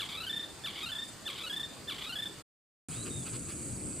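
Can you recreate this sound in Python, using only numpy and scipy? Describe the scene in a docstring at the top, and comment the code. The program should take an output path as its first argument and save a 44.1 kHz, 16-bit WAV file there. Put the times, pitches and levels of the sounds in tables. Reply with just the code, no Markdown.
"""Over a low rumble and insects throbbing in the trees, a kingfisher on a dead branch calls four times.
Each harsh call from its syrinx: a falling squawk, a rasp, then short notes that clear and rise.
At 2.4 s the woods fall silent. At 2.9 s a second spot, by a hollow tree, cuts in: heavier rumble,
a cicada buzzing with buckling ribs, rattling and trilling insects, then far birds that whistle and
chatter. Near 3.8 s the buzz dulls and the rattle stops."""
import sys
import numpy as np
from scipy import signal
from scipy.fft import rfft, irfft
from scipy.io import wavfile
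from scipy.ndimage import uniform_filter1d

SR = 44100
rng = np.random.default_rng(int(sys.argv[2]) if len(sys.argv) > 2 else 0)


def generate_wav(sig):
    """Save sig (samples, or channels by samples) to the path in sys.argv[1] as 16-bit PCM at SR."""
    pcm = np.round(np.clip(np.atleast_2d(sig).T, -1, 1) * 32767).astype(np.int16)
    wavfile.write(sys.argv[1], SR, pcm)


N = 176400
TIME = np.arange(N) / SR
EDGE_HZ, INSECT_FADE_S = 15400, 0.03


def amp(db):
    """Decibels to gain."""
    return 10 ** (np.asarray(db) / 20)


def unit_rms(x):
    """Scale to rms 1."""
    return x / np.sqrt(np.mean(x ** 2) + 1e-20)


def curve_at(points, hz):
    """Interpolate a curve on a log-frequency axis."""
    freq_hz, value = np.transpose(points)
    return np.interp(np.log(hz + 1), np.log(freq_hz + 1), value)


def add(mix, start_s, sound):
    """Mix a sound in, cropped to the buffer."""
    at = round(start_s * SR)
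    sound = sound[max(-at, 0):]
    part = mix[max(at, 0):][:len(sound)]
    part += sound[:len(part)]


def colour(x, spectrum):
    """Filter by (freq_hz, gain_db) points."""
    hz = np.fft.rfftfreq(x.shape[-1], 1 / SR)
    return irfft(rfft(x) * amp(curve_at(spectrum, hz)), x.shape[-1])


def wander(rate_hz, size):
    """Smooth random drift, rms 1."""
    hz = np.fft.rfftfreq(size, 1 / SR)
    return unit_rms(irfft(rfft(rng.standard_normal(size)) * np.exp(-(hz / rate_hz) ** 2), size))


def stereo_noise(spectrum, coherence, balance, patchy_db):
    """Coloured noise with drifting patches, rms 1; balance is left over right in dB."""
    frames, hz = N // 512 + 5, np.fft.rfftfreq(2048, 1 / SR)
    a, b, c, d, patches = rng.standard_normal((5, frames, len(hz)))
    patches = uniform_filter1d(patches, size=6, axis=0)
    patches = unit_rms(uniform_filter1d(patches, size=10, axis=1))
    alike = np.clip(curve_at(coherence, hz), -1, 1)
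    lean = amp(curve_at(balance, hz) / 2)
    left = a + 1j * b
    right = alike * left + np.sqrt(1 - alike ** 2) * (c + 1j * d)
    bins = np.array([left * lean, right / lean]) * amp(curve_at(spectrum, hz) + patchy_db * patches)
    _, noise = signal.istft(bins.transpose(0, 2, 1), nperseg=2048, noverlap=1536)
    return unit_rms(noise[:, :N])


def perch_air():
    """Low rumble and faint hiss around the branch."""
    # background spectrum: freq_hz, relative_db
    spectrum = [(25, -21.5), (60, -4), (150, -1.5), (320, -2.5), (420, -6.5), (900, -11.5), (1450, -12),
                (2000, -16), (4000, -15), (4750, -11.5), (5600, -21.5), (8000, -15), (11000, -27),
                (15000, -29.5)]
    # left-right likeness: freq_hz, correlation
    coherence = [(50, 0.78), (500, 0.64), (2000, 0.73), (8000, 0.43)]
    # stereo balance: freq_hz, left_over_right_db
    balance = [(50, 0.0039)]
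    return amp(-48.5) * stereo_noise(spectrum, coherence, balance, patchy_db=1.72)


def syrinx(t, pitch_hz, rough, overtones_db):
    """One note shaped by the throat; roughness adds jitter, phase smear, flutter and turbulent air."""
    # throat and bill resonance: freq_hz, gain_db
    throat = [(850, -28), (1150, -13), (1400, -12), (1800, -12), (2020, -17.5), (2280, -7.5), (2540, -11.5),
              (2800, -4), (3450, -1.5), (3850, -3.5), (4250, -11.5), (4700, -16), (5400, -26), (7000, -30),
              (9000, -30), (10700, -25), (12700, -26.5), (15000, -35.5)]
    jitter_hz, flutter_hz, overtones_above_hz = 375, 263.3, 8000
    attack_s, release_s = 0.0018, 0.0042
    rough, n = np.clip(rough, 0, 1), len(t)
    jitter = 0.075 * rough * wander(jitter_hz, 4096)[:n]
    phase = 2 * np.pi * np.cumsum(pitch_hz * (1 + jitter)) / SR
    tone = np.zeros(n)
    for k in range(1, 15):
        hz = k * pitch_hz
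        gain = amp(curve_at(throat, hz) + overtones_db * (hz > overtones_above_hz)) * (hz < EDGE_HZ)
        smear_rad = 1.3 * rough * wander(flutter_hz, 4096)[:n]
        tone += gain * np.cos(k * phase + smear_rad)
    breath = colour(rng.standard_normal(4096)[:n] * (1 + np.cos(phase)), throat)
    flutter = np.exp(0.27 * rough * wander(flutter_hz, 4096)[:n])
    voice = unit_rms((unit_rms(tone) + 0.22 * rough * unit_rms(breath)) * flutter)
    return voice * np.minimum((t - t[0]) / attack_s, 1) * np.minimum((t[-1] - t) / release_s, 1)


def kingfisher_squawks():
    """Each call opens on a clear note that breaks downward, roughens and shudders."""
    # opening squawks: start_s, level_db
    squawks = [(-.01, -35.5), (0.643, -36.5), (1.261, -36.5), (1.881, -36.5)]
    # squawk contour: offset_s, pitch_hz
    contour = [(-.007, 1654), (.002, 1793), (.015, 1743), (.021, 1382), (.03, 1210), (.05, 1067)]
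    rise_s, break_s, end_s = 0.00299, 0.017, 0.055
    shudder_hz = 90
    t = np.arange(contour[0][0], end_s, 1 / SR)
    pitch_hz = np.interp(t, *np.transpose(contour))
    broken = np.sqrt(np.clip((t - break_s) / (end_s - break_s), 0, 1))
    shudder_db = 3 * (t > break_s) * np.sin(2 * np.pi * shudder_hz * (t - break_s))
    envelope_db = -9 * np.clip(1 - t / rise_s, 0, 1) - 5.5 * broken
    out = np.zeros(N)
    for start_s, level_db in squawks:
        note = syrinx(t, pitch_hz, rough=0.029 + 0.36 * broken, overtones_db=-0.5)
        add(out, start_s + t[0], amp(level_db + envelope_db + shudder_db) * note)
    return out


def kingfisher_syllables():
    """Short sagging notes after each squawk; the voice clears as it climbs."""
    # syllables: start_s, pitch_hz, level_db
    syllables = [(0.033, 1113, -48), (0.052, 1117, -49), (0.088, 1112, -43), (0.115, 1115, -41.5),
                 (0.142, 1174, -40.5), (0.171, 1285, -41), (0.202, 1338, -40.5), (0.231, 1460, -42),
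                 (0.265, 1547, -40), (0.294, 1768, -35.5), (0.328, 1809, -36.5), (0.361, 1793, -36.5),
                 (0.393, 1801, -38.5), (0.427, 1804, -40.5), (0.692, 1113, -46.5), (0.726, 1116, -49),
                 (0.751, 1130, -44.5), (0.775, 1143, -42.5), (0.804, 1138, -42), (0.828, 1258, -38.5),
                 (0.859, 1382, -40.5), (0.888, 1520, -42.5), (0.917, 1744, -38), (0.951, 1753, -39.5),
                 (0.983, 1807, -37.5), (1.019, 1815, -38.5), (1.318, 1109, -47), (1.349, 1095, -46),
                 (1.375, 1111, -43), (1.403, 1172, -42), (1.435, 1305, -41), (1.463, 1458, -41.5),
                 (1.496, 1660, -39), (1.527, 1738, -37.5), (1.562, 1789, -37), (1.595, 1772, -37.5),
                 (1.63, 1813, -37.5), (1.933, 1106, -48.5), (1.952, 1100, -48.5), (1.981, 1110, -45),
                 (2.008, 1114, -42.5), (2.035, 1169, -42.5), (2.063, 1276, -42.5), (2.092, 1397, -40.5),
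                 (2.122, 1500, -41.5), (2.155, 1690, -38.5), (2.186, 1758, -37), (2.221, 1783, -38),
                 (2.256, 1769, -39.5)]
    # voice by register: pitch_hz, roughness, length_s, sag_ratio, overtones_db
    register = [(1108, .58, 0.026, 0.029, -1.5), (1173, 0.42, 0.027, 0.016, -0.5),
                (1264, .08, 0.025, 0.031, -1.5), (1520, 0.1, 0.026, 0.078, 1), (1683, 0.25, .025, 0.08, 1),
                (1797, 0.3, .024, 0.016, -0.5), (1800, .17, 0.024, 0.013, -6)]
    weak_db, rough_per_db = -44, 0.34
    register_hz, *columns = np.transpose(register)
    out = np.zeros(N)
    for start_s, pitch_hz, level_db in syllables:
        rough, length_s, sag, overtones_db = (np.interp(pitch_hz, register_hz, c) for c in columns)
        rough *= 2 + rough_per_db * (weak_db - level_db)  # weaker notes rasp more
        t = np.arange(0, length_s, 1 / SR)
        u = 2 * t / t[-1] - 1  # -1 to 1 across the note
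        bend = 1 - sag * u / 2 - 0.014 * u ** 2 - 0.075 * u ** 8  # sag, arch, hooked ends
        envelope_db = 1.04 - u ** 2
        note = syrinx(t, pitch_hz * bend, rough, overtones_db)
        add(out, start_s, amp(level_db + envelope_db) * note)
    return out


def woods(x):
    """Direct sound plus near echoes and a thin stereo tail from the trees."""
    # branch and ground echoes: delay_s, gain_db
    echoes = [(0.0129, -20.5), (.022, -16)]
    tail_db, spread, build_s = -12, 0.52, 0.0069
    low_t60_s, treble_t60_s, split_hz = 0.37, 0.22, 5000
    t = np.arange(SR) / SR
    middle, side = rng.standard_normal((2, SR))
    noise = np.array([middle + spread * side, middle - spread * side])
    low = signal.sosfilt(signal.butter(2, split_hz, fs=SR, output="sos"), noise)
    tail = low * amp(-60 * t / low_t60_s) + (noise - low) * amp(-60 * t / treble_t60_s) / 2
    tail *= np.minimum(t / build_s, 1)
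    tail *= amp(tail_db) / np.linalg.norm(tail[0])
    for delay_s, gain_db in echoes:
        tail[:, round(delay_s * SR)] += amp(gain_db)
    return x + signal.fftconvolve(x[None], tail, axes=1)[:, :N]


def throbbing_insects():
    """A high shrill that throbs and swells."""
    # shrill spectrum: freq_hz, relative_db
    spectrum = [(4000, -40), (4700, 0.5), (5400, -15.5), (6700, -2), (8000, 1), (9200, -1), (10500, -23.5),
                (14000, -28.5)]
    # swells: time_s, level_db
    swells = [(0, -56), (.1, -56), (.2, -67), (.35, -59.5), (.95, -58), (1.1, -52.5), (1.19, -61.5),
              (1.3, -56), (1.7, -58), (1.8, -61.5), (2.0, -58)]
    throb_hz = 22 * (1 + 0.11 * wander(3.83, N))
    throb = unit_rms(1 + 0.5 * np.sin(2 * np.pi * np.cumsum(throb_hz) / SR))
    shrill = stereo_noise(spectrum, coherence=[(8000, 0.3)], balance=[(8000, -1)], patchy_db=4.5)
    return shrill * throb * amp(np.interp(TIME, *np.transpose(swells)))


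def hollow_air():
    """Heavier rumble by the hollow tree."""
    # background spectrum: freq_hz, relative_db
    spectrum = [(20, -19), (50, -9), (115, 4), (200, -1.5), (290, -0.5), (400, -8.5), (600, -15.5),
                (900, -22.5), (1400, -20.5), (1900, -26), (2400, -21.5), (3300, -29.5), (4000, -27.5),
                (5400, -28.5), (12000, -33.5), (15000, -55)]
    # left-right likeness: freq_hz, correlation
    coherence = [(60, 1), (540, 0.84), (1640, 0.82), (5000, 1)]
    # stereo balance: freq_hz, left_over_right_db
    balance = [(40, -8), (110, 4), (380, 3), (900, 0)]
    return amp(-43) * stereo_noise(spectrum, coherence, balance, patchy_db=1.95)


def cicada():
    """Ribs buckle in the same pattern each cycle, each snap ringing near 8 kHz; the top dulls late."""
    # ring spectrum: freq_hz, relative_db
    spectrum = [(4000, -60), (6200, -19.5), (6800, -8.5), (7250, -10.5), (7950, 3), (8400, -4), (8900, -1),
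                (9500, -8), (10500, -10.5), (11800, -34), (15000, -42)]
    # rib snaps: cycle_fraction, relative_db
    ribs = [(0.199, -7.5), (.43, -4.5), (.765, -10), (0.918, -4.5)]
    cycle_hz, ring_s, wash, dull_s = 69.8, 0.0011, 0.28, 3.755
    power = np.zeros(N)
    for cycle_fraction, relative_db in ribs:
        age_s = ((TIME * cycle_hz - cycle_fraction) % 1) / cycle_hz
        power += amp(relative_db) ** 2 * np.exp(-age_s / ring_s)
    ring = stereo_noise(spectrum, coherence=[(8000, 0)], balance=[(8000, -2)], patchy_db=2)
    buzz = amp(-43.5) * unit_rms(ring * np.sqrt(power + wash ** 2))
    dull = np.clip((TIME - dull_s) / INSECT_FADE_S, 0, 1)
    return (1 - dull) * buzz + dull * colour(buzz, [(9050, 1.5), (9500, -4.5)])


def rattling_insect():
    """Even strokes near 7 kHz with short gaps, until it stops."""
    # stroke spectrum: freq_hz, relative_db
    spectrum = [(5700, -24), (6500, -1), (8000, -1), (9800, -28)]
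    stroke_hz, offset_s, end_s = 31, 0.0103, 3.78
    strokes = abs(np.cos(np.pi * stroke_hz * (TIME - offset_s)))
    singing = np.clip((end_s - TIME) / INSECT_FADE_S, 0, 1)
    hiss = colour(rng.standard_normal((2, N)), spectrum)
    return amp(-51.5) * singing * unit_rms(strokes * hiss)


def trilling_insect():
    """Even pulses near 5 kHz."""
    # trill spectrum: freq_hz, relative_db
    spectrum = [(3500, -40), (4100, -10), (4700, 6), (5050, -6), (5450, -8), (7000, -22)]
    pulse_hz = 30
    pulses = (1 + np.cos(2 * np.pi * pulse_hz * TIME)) ** 0.91
    hiss = stereo_noise(spectrum, coherence=[(5000, 0.97)], balance=[(5000, 0)], patchy_db=2.5)
    return amp(-62.5) * unit_rms(pulses * hiss)


def far_whistle():
    """A far bird's two thin, wavering notes."""
    # one contour per note: time_s, pitch_hz, level_db
    notes = [
        [(2.915, 3010, -56), (2.96, 3720, -51), (3.02, 3970, -52), (3.045, 4130, -52)],
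        [(3.1, 3720, -52), (3.17, 3700, -48.5), (3.2, 3590, -55), (3.24, 3380, -58)],
    ]
    waver_hz, flicker_db, ramp_s = 180, 3, 0.005
    out = np.zeros(N)
    for note in notes:
        time_s, pitch_hz, level_db = np.transpose(note)
        gate = np.clip(np.minimum(TIME - time_s[0], time_s[-1] - TIME) / ramp_s, 0, 1)
        hz = np.interp(TIME, time_s, pitch_hz) * (1 + 0.012 * wander(waver_hz, N))
        gain = amp(np.interp(TIME, time_s, level_db) + flicker_db * wander(waver_hz, N))
        out += gate * gain * np.sin(2 * np.pi * np.cumsum(hz) / SR)
    return out


def far_chatter():
    """Far birds' harsh chatter, blurred into noise bursts."""
    # bursts: centre_s, sigma_s, level_db
    bursts = [(2.944, 0.043, -51.5), (3.072, 0.015, -48), (3.275, 0.016, -47.5), (3.351, .016, -48.5),
              (3.506, 0.019, -48)]
    # chatter spectrum: freq_hz, relative_db
    spectrum = [(700, -13.5), (1350, 3.5), (1900, -7.5), (2550, 3), (3100, -3), (3700, -4.5), (4750, -0.5),
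                (6000, -20)]
    envelope = sum(amp(level_db) * np.exp(-0.5 * ((TIME - centre_s) / sigma_s) ** 2)
                   for centre_s, sigma_s, level_db in bursts)
    return envelope * stereo_noise(spectrum, coherence=[(2000, 0.99)], balance=[(2000, 0)], patchy_db=2.5)


def scene():
    """The perch, a short silence, then the spot by the hollow tree."""
    perch_end_s, fade_out_s = 2.412, 0.013
    hollow_start_s, fade_in_s = 2.885, 0.0012
    perch = woods(kingfisher_squawks() + kingfisher_syllables()) + throbbing_insects() + perch_air()
    hollow = hollow_air() + cicada() + rattling_insect() + trilling_insect()
    hollow += woods(far_whistle()) + far_chatter()
    perch_gate = np.clip((perch_end_s - TIME) / fade_out_s + 1, 0, 1)
    hollow_gate = np.clip((TIME - hollow_start_s) / fade_in_s, 0, 1)
    return perch * perch_gate + hollow * hollow_gate


def record(dry):
    """Steep low-pass at the band edge."""
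    lowpass = signal.firwin(511, EDGE_HZ, window=("kaiser", 9), fs=SR)
    return signal.oaconvolve(dry, lowpass[None], "same")


dry = scene()
out = record(dry)
generate_wav(out)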